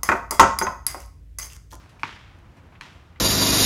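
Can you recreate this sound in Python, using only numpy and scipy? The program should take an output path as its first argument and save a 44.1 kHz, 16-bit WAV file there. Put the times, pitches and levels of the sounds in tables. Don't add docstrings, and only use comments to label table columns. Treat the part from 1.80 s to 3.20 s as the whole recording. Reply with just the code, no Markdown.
import sys
import numpy as np
from scipy import signal
from scipy.fft import rfft, irfft, next_fast_len
from scipy.io import wavfile

SR = 44100
rng = np.random.default_rng(int(sys.argv[2]) if len(sys.argv) > 2 else 0)


def unload_wav(signal):
    wavfile.write(
        sys.argv[1],
        SR,
        np.round(np.clip(np.atleast_2d(signal).T, -1, 1) * 32767).astype(np.int16),
    )


N = 61739
T = np.arange(N) / SR

# start in seconds, ring gain in dB,
# low cut in Hz, contact brightness in Hz, crack gain in dB, forest echo gain in dB.
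KNOCK_BLOWS = [(0.232, -12, 59.5, 2180, -28.5, -35.5), (1.0102, -30.5, 1080, 5560, -28.5, -44)]
TAP_BLOWS = [(0.0592, -42, 1000, 1200, -68, -63), (0.1946, -28.5, 6030, 2000, -68, -80)]
def blows():
    out = 0
    for start, ring_db, low_hz, bright_hz, crack_db, echo_db in KNOCK_BLOWS + TAP_BLOWS:
        ring = from_db(ring_db) * cut(wood_ring(bright_hz), low_hz, "high", order=1)
        direct = ring + from_db(crack_db) * contact_crack(bright_hz)
        heard = direct + nearby_reflections(direct) + from_db(echo_db) * forest_echo(bright_hz)
        out = out + delayed(heard, round(start * SR) / SR)
    return out


# frequency in Hz, gain in dB, time to fall 60 dB in seconds.
WOOD_MODES = [(155, -28, .087), (300, -18.5, .048), (430, -28, .04), (955, -7.5, .065), (1090, 2, .014),
              (1460, -2.5, .0144), (1880, -18, .02), (2400, 4.8, .009), (2800, -9, .025), (3400, -14, .015),
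              (4430, -15, .009), (5600, -10, .011), (6310, -14, .01)]
MODE_BAND_RATIO, BEND_LAG_AT_1KHZ_S = 1.22, .00045
def wood_ring(bright_hz):
    out = 0
    for hz, db, t60 in WOOD_MODES:
        ring = -from_db(db) * np.sin(2 * np.pi * hz * T) * decay(t60)
        band = signal.butter(2, [hz / MODE_BAND_RATIO, hz * MODE_BAND_RATIO], "band", fs=SR, output="sos")
        swelling = signal.sosfilt(band, ring + 1e-18)
        out = out + delayed(swelling, BEND_LAG_AT_1KHZ_S * np.sqrt(1000 / hz))
    return cut(out, bright_hz, "low", order=1)


# frequency in Hz, relative noise density in dB.
CRACK_SPECTRUM = [(900, -17), (1500, 15), (2600, -14), (4300, 2.5), (4900, -14), (6000, -3.5),
                  (8000, -15.5), (9400, -4), (10300, -39), (11500, -20), (16000, -31)]
CRACK_T60_S, CRACK_LAG_S = .012, .0007
def contact_crack(bright_hz):
    snap = rms_one(cut(noise(CRACK_SPECTRUM), 2 * bright_hz, "low")) * decay(CRACK_T60_S)
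    return delayed(snap, round(CRACK_LAG_S * SR) / SR)


# delay after the direct sound in seconds, gain in dB.
NEAR_SURFACES = [(.0057, -12.5), (.008, -10), (.021, -16), (.059, -20)]
NEAR_CUT_HZ, SCATTER_DB, SCATTER_T60_S = 5200, -29.5, .04
def nearby_reflections(direct):
    fade = decay(SCATTER_T60_S)
    response = rng.standard_normal(N) * fade * (1 - fade)
    scatter = from_db(SCATTER_DB) * signal.fftconvolve(direct, response / np.linalg.norm(response))[:N]
    bounces = sum(from_db(db) * delayed(direct, delay) for delay, db in NEAR_SURFACES)
    return scatter + cut(bounces, NEAR_CUT_HZ, "low")


# frequency in Hz, relative noise density in dB,
# time to fall 60 dB in seconds.
ECHO_BANDS = [(161, 5.5, 0.3), (540, -10, 0.63), (780, -6, 0.79), (880, 0.5, 0.75), (1520, 0.5, 0.68),
              (1920, 0.5, 0.7), (2350, -0.5, 0.74), (3270, -2.5, 0.93), (4260, -8, 0.59),
              (5800, -11.5, 0.81), (7950, -19, .65), (11900, -25.5, 0.7), (16000, -37, .6)]
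ECHO_GRAIN_DB, ECHO_BUILD_S = 1.8, .003
def forest_echo(bright_hz):
    wash = rms_one(cut(noise(ECHO_BANDS), 2 * bright_hz, "low", order=1))
    grain = from_db(ECHO_GRAIN_DB * drift(rate_hz=259.8))
    size = next_fast_len(N, real=True)
    spectrum = rfft(wash * grain, size)
    hz = np.fft.rfftfreq(size, 1 / SR)
    edges_hz = np.geomspace(80, 17000, 8)
    out = 0
    for low, high in zip(edges_hz, edges_hz[1:]):
        band = irfft(spectrum * (hz >= low) * (hz < high), size)[:N]
        t60 = at_hz(ECHO_BANDS, np.sqrt(low * high), column=2)
        out = out + band * decay(t60)
    return out * (1 - np.exp(-T / ECHO_BUILD_S))


# start in seconds, level in dB, band centre in Hz,
# time to fall 60 dB in seconds.
SCUFF_RUBS = [(0.918, -55, 750, .15), (0.922, -57, 1600, .15), (0.949, -51, 1800, .12),
              (1.358, -47, 1500, .08)]
SCUFF_RISE_S, SCUFF_WIDTH_OCTAVES = .002, 1.4
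def scuffs():
    out, half_band = 0, 2 ** (SCUFF_WIDTH_OCTAVES / 2)
    rise = 1 - np.exp(-T / SCUFF_RISE_S)
    for start, db, hz, t60 in SCUFF_RUBS:
        rub = cut(rng.standard_normal(N), hz / half_band, "high", order=3)
        rub = rms_one(cut(rub, hz * half_band, "low", order=4))
        out = out + from_db(db) * delayed(rub * rise * decay(t60), start)
    return out


# start in seconds, level in dB, time to fall 60 dB in seconds.
LEAF_CRACKLES = [(0.0925, -58, 0.22), (0.197, -59.5, 0.6), (0.587, -61, 0.046), (0.769, -62.5, 0.14),
                 (1.127, -61, .06)]
# frequency in Hz, relative noise density in dB.
LEAF_SPECTRUM = [(600, -14), (2000, 9), (5500, 0.5), (8000, -3), (11500, -6), (16000, -27)]
LEAF_GRAIN_DB = 1
def dry_leaves():
    envelope = sum(from_db(db) * delayed(decay(t60), start) for start, db, t60 in LEAF_CRACKLES)
    grain = from_db(LEAF_GRAIN_DB * drift(rate_hz=400))
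    return envelope * grain * noise(LEAF_SPECTRUM)


# frequency in Hz, relative noise density in dB.
TAIL_SPECTRUM = [(400, -6), (1200, 2.5), (3000, -6), (5500, -6.5), (8000, -15.5), (11500, -20.5),
                 (16000, -30)]
TAIL_DB, TAIL_T60_S = -56.5, .78
def earlier_knock_tail():
    return from_db(TAIL_DB) * noise(TAIL_SPECTRUM) * decay(TAIL_T60_S)


# frequency in Hz, relative noise density in dB.
AIR_SPECTRUM = [(150, 0), (240, -6.5), (315, -7), (420, -14), (900, -12), (1500, -16.5), (2500, -21),
                (4000, -30), (6000, -34.5), (9000, -41.5), (12000, -43.5), (16000, -49)]
AIR_DB, AIR_WAVER_DB = -51.5, 1.5
def outdoor_air():
    return from_db(AIR_DB + AIR_WAVER_DB * drift(rate_hz=24.33)) * cut(noise(AIR_SPECTRUM), 115, "high")


# frequency in Hz, relative noise density in dB.
RUMBLE_SPECTRUM = [(12, -52), (24, -29), (38, -4), (55, 1.5), (84, 3.5), (110, -1.5), (160, -13.5),
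                   (260, -35), (800, -55.5)]
RUMBLE_DB, RUMBLE_WAVER_DB = -51, .5
def distant_rumble():
    return from_db(RUMBLE_DB + RUMBLE_WAVER_DB * drift(rate_hz=24)) * noise(RUMBLE_SPECTRUM)


def from_db(db):
    return 10 ** (np.asarray(db) / 20)


def rms_one(x):
    return x / np.sqrt(np.mean(x ** 2) + 1e-20)


def decay(t60):
    return 1e3 ** -np.minimum(T / t60, 8)


def at_hz(table, hz, column=1):
    rows = np.array(table)
    return np.interp(np.log(hz + 1), np.log(rows[:, 0]), rows[:, column])


def noise(spectrum):
    size = next_fast_len(N, real=True)
    colour = from_db(at_hz(spectrum, np.fft.rfftfreq(size, 1 / SR)))
    return rms_one(irfft(rfft(rng.standard_normal(size)) * colour, size)[:N])


def drift(rate_hz):
    return np.interp(T * rate_hz, np.arange(N), rng.standard_normal(N))


def cut(x, hz, kind, order=2):
    return signal.sosfilt(signal.butter(order, min(hz, .45 * SR), kind, fs=SR, output="sos"), x + 1e-18)


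def delayed(x, seconds):
    return np.interp(T - seconds, T, x, left=0)


def scene():
    foreground = blows() + scuffs()
    return (foreground + distant_rumble() + outdoor_air() + earlier_knock_tail() + dry_leaves())[None]


CUTOFF_HZ = 16200
def record(dry):
    return signal.sosfilt(signal.ellip(12, .1, 70, CUTOFF_HZ, fs=SR, output="sos"), dry)


dry = scene()
out = record(dry)
unload_wav(out)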